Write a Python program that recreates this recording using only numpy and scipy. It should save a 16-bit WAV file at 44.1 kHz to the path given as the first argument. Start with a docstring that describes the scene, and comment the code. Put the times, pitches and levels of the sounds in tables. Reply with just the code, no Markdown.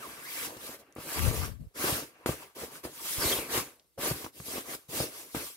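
"""Close up, a hand smooths and pats a cloth-covered mattress into a baby carrier. It opens with fast
slides that zip over the ribs of the cloth; each stroke hisses on the weave and rumbles in the padding.
Pats start to knock the padded shell, plastic wrapping ticks, and just after 1 s moving air buffets the
left microphone port. Two hard pats land near 2.3 s and a bright zip follows near 3.3 s with two soft
pops of air, then more strokes and pats settle the mattress."""
import sys
import numpy as np
from scipy import signal
from scipy.fft import rfft, irfft, next_fast_len
from scipy.io import wavfile
from scipy.ndimage import uniform_filter1d, map_coordinates

SR = 44100
rng = np.random.default_rng(int(sys.argv[2]) if len(sys.argv) > 2 else 0)


def log_audio(samples):
    """Write samples as a 16-bit WAV file to the path given in sys.argv[1]."""
    # one column per channel
    frames = np.atleast_2d(samples).T
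    # limit to full scale, then quantise
    limited = np.clip(frames, -1, 1)
    pcm = np.round(limited * 32767).astype(np.int16)
    wavfile.write(sys.argv[1], SR, pcm)


N = 245457
T = np.arange(N) / SR
BIN_HZ = np.fft.rfftfreq(N, 1 / SR)


def from_db(db):
    """Decibels to gain."""
    return 10 ** (np.asarray(db) / 20)


def unit(x):
    """Scales to rms 1."""
    return x / np.sqrt(np.mean(x ** 2) + 1e-20)


def curve(points):
    """Draws a curve through points on a log-frequency axis, one value a bin."""
    hz, value = np.transpose(points)
    return np.interp(np.log(BIN_HZ + 1), np.log(hz + 1), value)


def add(mix, start_s, sound):
    """Mixes a sound in at start_s."""
    part = mix[..., round(start_s * SR):][..., :sound.shape[-1]]
    part += sound[..., :part.shape[-1]]


def wander(rate_hz):
    """A random drift of rms 1, moving at up to about rate_hz."""
    size = next_fast_len(N)
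    hz = np.fft.rfftfreq(size, 1 / SR)
    return unit(irfft(rfft(rng.standard_normal(size)) / (1 + (hz / rate_hz) ** 4), size)[:N])


def coloured(x, eq):
    """Applies an EQ curve that rolls off beyond its ends; rms 1."""
    roll_off = np.minimum(BIN_HZ / eq[0][0], 1) ** 2 / np.maximum(BIN_HZ / eq[-1][0], 1) ** 2
    return unit(irfft(rfft(x) * from_db(curve(eq)) * roll_off, N))


def swell(start_s, rise_s, fall_s, hold, speed_power=1.35):
    """A push grows louder with speed, then falls 40 dB in fall_s; hold over 1 lingers at the peak."""
    speed = np.sin(np.pi / 2 * np.clip((T - start_s) / rise_s, 0, 1))
    slowing = np.clip((T - start_s - rise_s) / fall_s, 0, 10)
    return speed ** speed_power * from_db(-40 * slowing ** hold)


def room_tone(level_db=-82):
    """The still room: a faint, dark bed of noise."""
    # colour of the quiet: freq_hz, gain_db
    tone_eq = [(20, 1), (100, 10), (400, -8), (1500, -5), (5000, -50), (16000, -36)]
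    return from_db(level_db) * coloured(rng.standard_normal((2, N)), tone_eq)


def room_tail(x, wet_db=-19, t60_s=0.3):
    """A small furnished room answers with a faint, short tail."""
    t = np.arange(SR // 3) / SR
    tail = rng.standard_normal((2, len(t))) * from_db(-60 * t / t60_s) * (t > .004)
    return from_db(wet_db) * signal.fftconvolve(x, tail / np.linalg.norm(tail[0]), axes=1)[:, :N]


def carrier_echoes(x, echo_db=-10, latest_s=.009, above_hz=900, count=7):
    """The sides of the carrier throw back a few close echoes that comb the treble."""
    delays_s = rng.uniform(0.001015, latest_s, (count, 2, 1))
    comb = sum(np.exp(-2j * np.pi * BIN_HZ * delay) for delay in delays_s) / np.sqrt(count)
    low_cut = BIN_HZ / np.hypot(BIN_HZ, above_hz)
    return from_db(echo_db) * irfft(rfft(x) * comb * low_cut, N)


def mic_ports(pair):
    """Places the hand in stereo: row 0 reaches both ports, slightly apart in time; row 1 only the right."""
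    # the hand's direction, as a head start at the left port: time_s, lead_s
    hand_path = [(0, .00015), (.55, .00023), (.9, 0), (1.55, .00024), (2.25, .00015), (3.05, .00012),
                 (3.55, -.0001), (4.35, .0002), (5.55, .00015)]
    # how alike the ports sound: freq_hz, likeness (clipped to 0-1)
    port_likeness = [(50, 0.1), (150, 2.8), (350, 0.86), (700, 1.1), (1400, 0.2), (2800, 0.19),
                     (6000, 0.36), (15000, -1.84)]
    # tilt between the ports: freq_hz, left_minus_right_db
    port_balance = [(60, 0.5), (400, 0.9), (800, 2.5), (1300, 0.5), (2400, 0), (3400, 2), (5000, -1),
                    (7000, -5.5), (8100, -3.5), (9400, 4.5), (10700, 3), (12500, 1), (15000, -1.5)]
    lead_s = np.interp(T, *np.transpose(hand_path))
    delayed = map_coordinates(pair[0], [(T - lead_s) * SR], order=5, mode="nearest")
    left, right_only = rfft(pair)
    likeness = np.clip(curve(port_likeness), 0, 1)
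    right = likeness * rfft(delayed) + np.sqrt(1 - likeness ** 2) * right_only
    pan_db = curve(port_balance) / 2
    return irfft(np.array([left * from_db(pan_db), right * from_db(-pan_db)]), N)


def draught(right_db=-21, evenness=0.41):
    """Eddies of pushed air tumble over the left port and barely touch the right."""
    # gusts of air: start_s, rise_s, fall_s, level_db
    gusts = [(1.151, .11, 0.099, -23), (1.3, 0.096, 0.28, -31), (1.584, 0.025, 0.094, -38)]
    # colour of the buffeting: freq_hz, gain_db
    buffet_eq = [(20, -28), (40, -8.5), (65, 4.5), (115, 2.5), (170, -9.5), (260, -13), (350, -29.5),
                 (600, -27.5), (1500, -90)]
    gain = sum(from_db(db) * swell(*timing, hold=2.24) for *timing, db in gusts)
    eddies = coloured(rng.standard_normal((2, N)), buffet_eq)
    strength = uniform_filter1d(abs(signal.hilbert(eddies)), size=900)
    return unit(eddies / strength ** evenness) * gain * from_db([[0], [right_db]])


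def eddy_pops(half_s=0.0023):
    """An eddy crosses a port: one quick dip and rise of pressure."""
    # single eddies: centre_s, left_db, right_db
    pops = [(1.251, -18, -50), (1.282, -13.5, -50), (1.308, -18.5, -48), (1.614, -31, -35),
            (1.67, -61, -35.5), (3.184, -57, -28.5), (3.257, -26.5, -33)]
    out, u = np.zeros((2, N)), np.arange(-4, 4, 1 / (half_s * SR))
    pulse = u * np.exp((1 - u ** 2) / 2)
    for centre_s, *port_db in pops:
        add(out, centre_s - 4 * half_s, from_db(port_db)[:, None] * pulse)
    return out


def crinkling(t60_s=0.0066, half_width_octaves=0.54):
    """A crease in the plastic wrapping flips over with a dry tick a few milliseconds long."""
    # snapping creases: start_s, level_db, pitch_hz
    creases = [(0.925, -59, 7250), (.9527, -53, 11500), (1.193, -32, 1670), (1.201, -36.5, 2000),
               (2.2608, -30.5, 1500), (3.797, -58, 4700), (4.2632, -40, 1010), (4.4003, -45.5, 1350),
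               (4.735, -42, 1170)]
    out, t = np.zeros((2, N)), np.arange(2048) / SR
    for start_s, level_db, pitch_hz in creases:
        band_hz = np.minimum(pitch_hz * 2 ** (half_width_octaves * np.array([-1, 1])), .45 * SR)
        snap = rng.standard_normal((2, len(t))) * from_db(-60 * t / t60_s)
        tick = signal.lfilter(*signal.butter(2, band_hz, "bandpass", fs=SR), snap)
        attack_rms = tick[:, :SR // 300].std(axis=1, keepdims=True)
        add(out, start_s, from_db(level_db) * tick / attack_rms)
    return out


def zipping(jitter_hz=200, flutter_db=3, flutter_hz=160, overtone_db=-13):
    """Ribs of the weave tick past so fast that they sing; an uneven hand smears the pitch into a rasp."""
    # fast slides, one glide each: start_s, length_s, first_hz, middle_hz, last_hz, level_db, jitter_share
    slides = [(0, 0.08, 1806, 1210, 920, -45.5, 0.023), (0.206, 0.17, 1036, 2200, 1850, -48.5, 0.068),
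              (.32, 0.18, 2137, 2050, 1780, -44, 0.27), (3.182, .14, 5950, 4400, 3670, -37.5, .06),
              (3.312, .034, 3610, 3380, 3110, -31, .025), (3.327, .16, 3300, 2490, 2160, -44, 0.072)]
    out = np.zeros((2, N))
    for start_s, length_s, *glide_hz, level_db, jitter_share in slides:
        progress = np.clip((T - start_s) / length_s, 0, 1)
        pitch_hz = np.exp(np.polyval(np.polyfit([0, .5, 1], np.log(glide_hz), 2), progress))
        gain = from_db(level_db) * np.sin(np.pi * progress)
        for side in out:
            phase = 2 * np.pi * np.cumsum(pitch_hz * (1 + jitter_share * wander(jitter_hz))) / SR
            tone = np.sin(phase) + from_db(overtone_db) * np.sin(2 * phase)
            flutter = from_db(flutter_db * wander(flutter_hz))
            side += unit(tone * flutter) * gain
    return out


def ring(modes, t, tuning, rise_s):
    """Damped modes ring after a soft contact; peak 1."""
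    wave = sum(from_db(db - 60 * t / t60_s) * np.sin(2 * np.pi * hz * ratio * t)
               for (hz, db, t60_s), ratio in zip(modes, tuning))
    wave = wave * (1 - np.exp(-t / rise_s))
    return wave / abs(wave).max()


def patting(slap_t60_s=0.053, slap_rise_s=0.00092, slap_edge_hz=3500, detune=0.066):
    """Each pat slaps the cloth, knocks the shell and thumps the mattress, at a slightly different spot."""
    # pats and nudges: start_s, knock_db, thump_db, slap_db
    pats = [(.455, -41, -62, -62), (.472, -33.5, -63, -62), (.568, -35.5, -50, -43),
            (0.693, -32.5, -56, -53), (0.963, -30.5, -50, -62), (0.984, -28, -37.5, -63),
            (1.312, -23.5, -44, -55), (1.923, -25.5, -24.5, -50), (2.2606, -15.5, -47, -40),
            (2.291, -15.5, -21, -43), (2.852, -24, -40, -58), (3.387, -22.5, -42, -40),
            (3.576, -21, -33, -25.5), (3.979, -32, -48, -64), (4.111, -21, -23.5, -55),
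            (4.243, -30.5, -43, -37), (4.264, -33, -51.5, -55), (4.4, -38, -36, -68.5),
            (4.484, -31.5, -64, -56), (4.581, -24.5, -66, -55), (4.888, -49, -42.5, -62),
            (5.003, -18, -24.5, -54), (5.3476, -20, -44, -39), (5.364, -53, -31.5, -52)]
    # modes of the padded shell and of the mattress on it: pitch_hz, level_db, t60_s
    shell = [(270, -19.5, 0.13), (345.6, -2.5, 0.033), (485, -2, 0.018), (612, -2, 0.0097),
             (792, 0.5, 0.0083), (1170, -4, .014), (2270, -20, 0.01)]
    mattress = [(71.5, -9.5, 0.12), (120.4, 1, 0.068), (153, 2, 0.055)]
    out, t = np.zeros((2, N)), np.arange(SR // 4) / SR
    lowpass_pole = np.exp(-2 * np.pi * slap_edge_hz / SR)
    for start_s, knock_db, thump_db, slap_db in pats:
        tuning = 1 + detune * (2 * rng.random(len(shell)) - 1)
        knock = from_db(knock_db) * ring(shell, t, tuning, rise_s=0.0008)
        thump = from_db(thump_db) * ring(mattress, t, tuning, rise_s=0.0027)
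        puff = unit(signal.lfilter([1], [1, -lowpass_pole], rng.standard_normal((2, len(t)))))
        slap = puff * from_db(slap_db - 60 * t / slap_t60_s) * (1 - np.exp(-t / slap_rise_s))
        add(out, start_s, slap)
        add(out[0], start_s, -knock - thump)  # one coherent wave, on the row both ports hear
    return out


def friction(eq, snags_per_s, snag_share, snag_spread_db, patchy_db, chatter_db, chatter_hz):
    """Countless fibres slip as a patchy noise, a few threads snag and let go; the contact can chatter."""
    _, _, noise = signal.stft(rng.standard_normal((2, N)), SR, nperseg=512)
    blur = np.outer(np.hanning(11), np.hanning(9))  # one patch, in frequency and time
    patches = unit(signal.oaconvolve(rng.standard_normal(noise.shape[1:]), blur, "same"))
    slips = signal.istft(noise * from_db(patchy_db * patches), SR, nperseg=512)[1][:, :N]
    snag_sizes = from_db(snag_spread_db * np.minimum(rng.exponential(1, N), 4))
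    caught = rng.random(N) < snags_per_s / SR
    snags = snag_sizes * caught * rng.standard_normal((2, N))
    texture = np.sqrt(1 - snag_share) * unit(slips) + np.sqrt(snag_share) * unit(snags)
    return coloured(texture * from_db(chatter_db * wander(chatter_hz)), eq)


def rubbing():
    """The palm slides over the cover: hiss from the weave, rasp from folds, rumble from the padding."""
    # strokes of the hand: start_s, rise_s, fall_s, hold, hiss_db, rasp_db, rumble_db
    strokes = [ (-0.145, 0.21, 0.53, 1.97, -48.5, -49.5, -54), (0.176, 0.29, 0.14, 0.73, -37, -45.5, -51.5),
               (0.42, 0.035, 0.35, 1.6, -48, -50, -47), (0.56, 0.11, 0.19, 1.3, -44, -49.5, -49),
               (0.682, 0.058, 0.065, 1.8, -49, -52, -53), (0.778, 0.027, 0.057, 1.2, -56, -66, -59),
               (0.74, 0.035, 0.54, 1.9, -80, -65.5, -62.5), (0.956, 0.013, 0.08, 2.5, -58, -52.5, -48),
               (0.975, 0.035, 0.18, 2.1, -48, -51.5, -50.5), (1.013, 0.177, 0.054, 1.2, -35.5, -40, -43.5),
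               (1.145, 0.12, 0.16, 1.5, -34.5, -39, -40), (1.29, 0.078, 0.16, 2.06, -38, -43, -40.5),
               (1.39, 0.065, 0.15, 1.08, -41.5, -44, -44), (1.59, 0.02, 0.42, 1, -70, -70.5, -68),
               (1.738, 0.16, 0.23, 1.85, -30.5, -36, -35.5), (1.965, 0.24, 0.34, 3, -71, -62, -63.5),
               (2.258, 0.0069, 0.17, 1.86, -36, -40.5, -37), (2.305, 0.13, 0.29, 0.68, -50.5, -50.5, -54.5),
               (2.545, 0.019, 0.12, 2, -49.5, -54, -54), (2.56, 0.059, 0.14, 1.76, -42.5, -47.5, -43.5),
               (2.672, 0.097, 0.21, 0.76, -47.5, -50.5, -54), (2.829, 0.019, 0.15, 1.02, -42, -45.5, -39.5),
               (2.866, 0.14, 0.12, 1.5, -45.5, -55.5, -60), (2.981, 0.15, 0.16, 1.9, -33.5, -46.5, -51),
               (3.129, 0.17, 0.22, 1.7, -28.5, -37, -34), (3.33, 0.04, 0.52, 1.3, -42.5, -48, -42.5),
               (3.479, 0.089, 0.11, 2.04, -31, -33.5, -35), (3.616, 0.035, 0.18, 1.4, -49.5, -52, -53.5),
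               (3.975, 0.0099, 0.07, 1.8, -53, -52.5, -44), (3.977, 0.087, 0.15, 2, -32, -37, -37),
               (4.11, 0.064, 0.15, 4.07, -43.5, -48, -49.5), (4.313, 0.095, 0.16, 1.9, -49, -63, -57),
               (4.43, 0.053, 0.23, 2.5, -40, -55, -51), (4.47, 0.11, 0.13, 1.28, -39.5, -45, -41.5),
               (4.626, 0.13, 0.25, 0.4, -39, -46, -44.5), (4.878, 0.031, 0.1, 1.5, -45, -55, -56),
               (4.897, 0.1, 0.16, 1.77, -32.5, -43, -36.5), (5.056, 0.15, 0.5, 0.74, -44, -53, -54),
               (5.271, 0.201, 0.35, 0.8, -41.5, -54, -70), (5.34, 0.018, 0.23, 1.37, -38, -42.5, -41)]
    # cloth under a resting hand: hiss_db, rasp_db, rumble_db
    resting_db = [-75.5, -96, -92]
    # colours of weave, folds and padding: freq_hz, gain_db
    hiss_eq = [(1200, -24), (2000, -4.5), (2700, -2.5), (3600, -2), (5000, -1), (7000, -3), (8500, -1),
               (10500, .5), (12500, 1), (14500, -3), (16000, -6)]
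    rasp_eq = [(400, -20.5), (650, -8), (850, -2.5), (1150, 1), (1500, -2), (2000, -4), (2600, -5.5),
               (4000, -16.5)]
    rumble_eq = [(25, -48), (55, -5), (110, -10), (150, -3.5), (200, -10), (270, -1), (310, 3), (340, -1),
                 (385, 0), (435, -1.5), (490, -1.5), (570, -3), (750, -9.5), (1200, -19.5)]
    power = from_db(resting_db)[:, None] ** 2
    for start_s, rise_s, fall_s, hold, *layer_db in strokes:  # overlapping strokes add in power
        power = power + np.outer(from_db(layer_db), swell(start_s, rise_s, fall_s, hold)) ** 2
    hiss_gain, rasp_gain, rumble_gain = np.sqrt(power)
    hiss = friction(hiss_eq, snags_per_s=4500, snag_share=0.17, snag_spread_db=3.0,
                    patchy_db=2.28, chatter_db=0.0, chatter_hz=90)
    rasp = friction(rasp_eq, snags_per_s=450, snag_share=0.058, snag_spread_db=4.5,
                    patchy_db=2.5, chatter_db=-0.95, chatter_hz=70)
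    rumble = friction(rumble_eq, snags_per_s=250, snag_share=0.073, snag_spread_db=-2.5,
                      patchy_db=2.5, chatter_db=2.0, chatter_hz=45)
    return hiss * hiss_gain + rasp * rasp_gain + rumble * rumble_gain


def scene():
    """Room tone, reflections and moving air, with the handling up front."""
    handling = mic_ports(rubbing() + zipping() + patting() + crinkling())
    space = room_tone() + carrier_echoes(handling) + room_tail(handling)
    return space + draught() + eddy_pops() + handling


def record(dry, low_cut_hz=42, high_cut_hz=15800):
    """The recorder's bass cut and band limit."""
    low_cut = signal.butter(3, low_cut_hz, "highpass", fs=SR, output="sos")
    high_cut = signal.firwin(511, high_cut_hz, window=("kaiser", 9), fs=SR)
    return signal.oaconvolve(signal.sosfilt(low_cut, dry), high_cut[None], "same", axes=1)


dry = scene()
out = record(dry)
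log_audio(out)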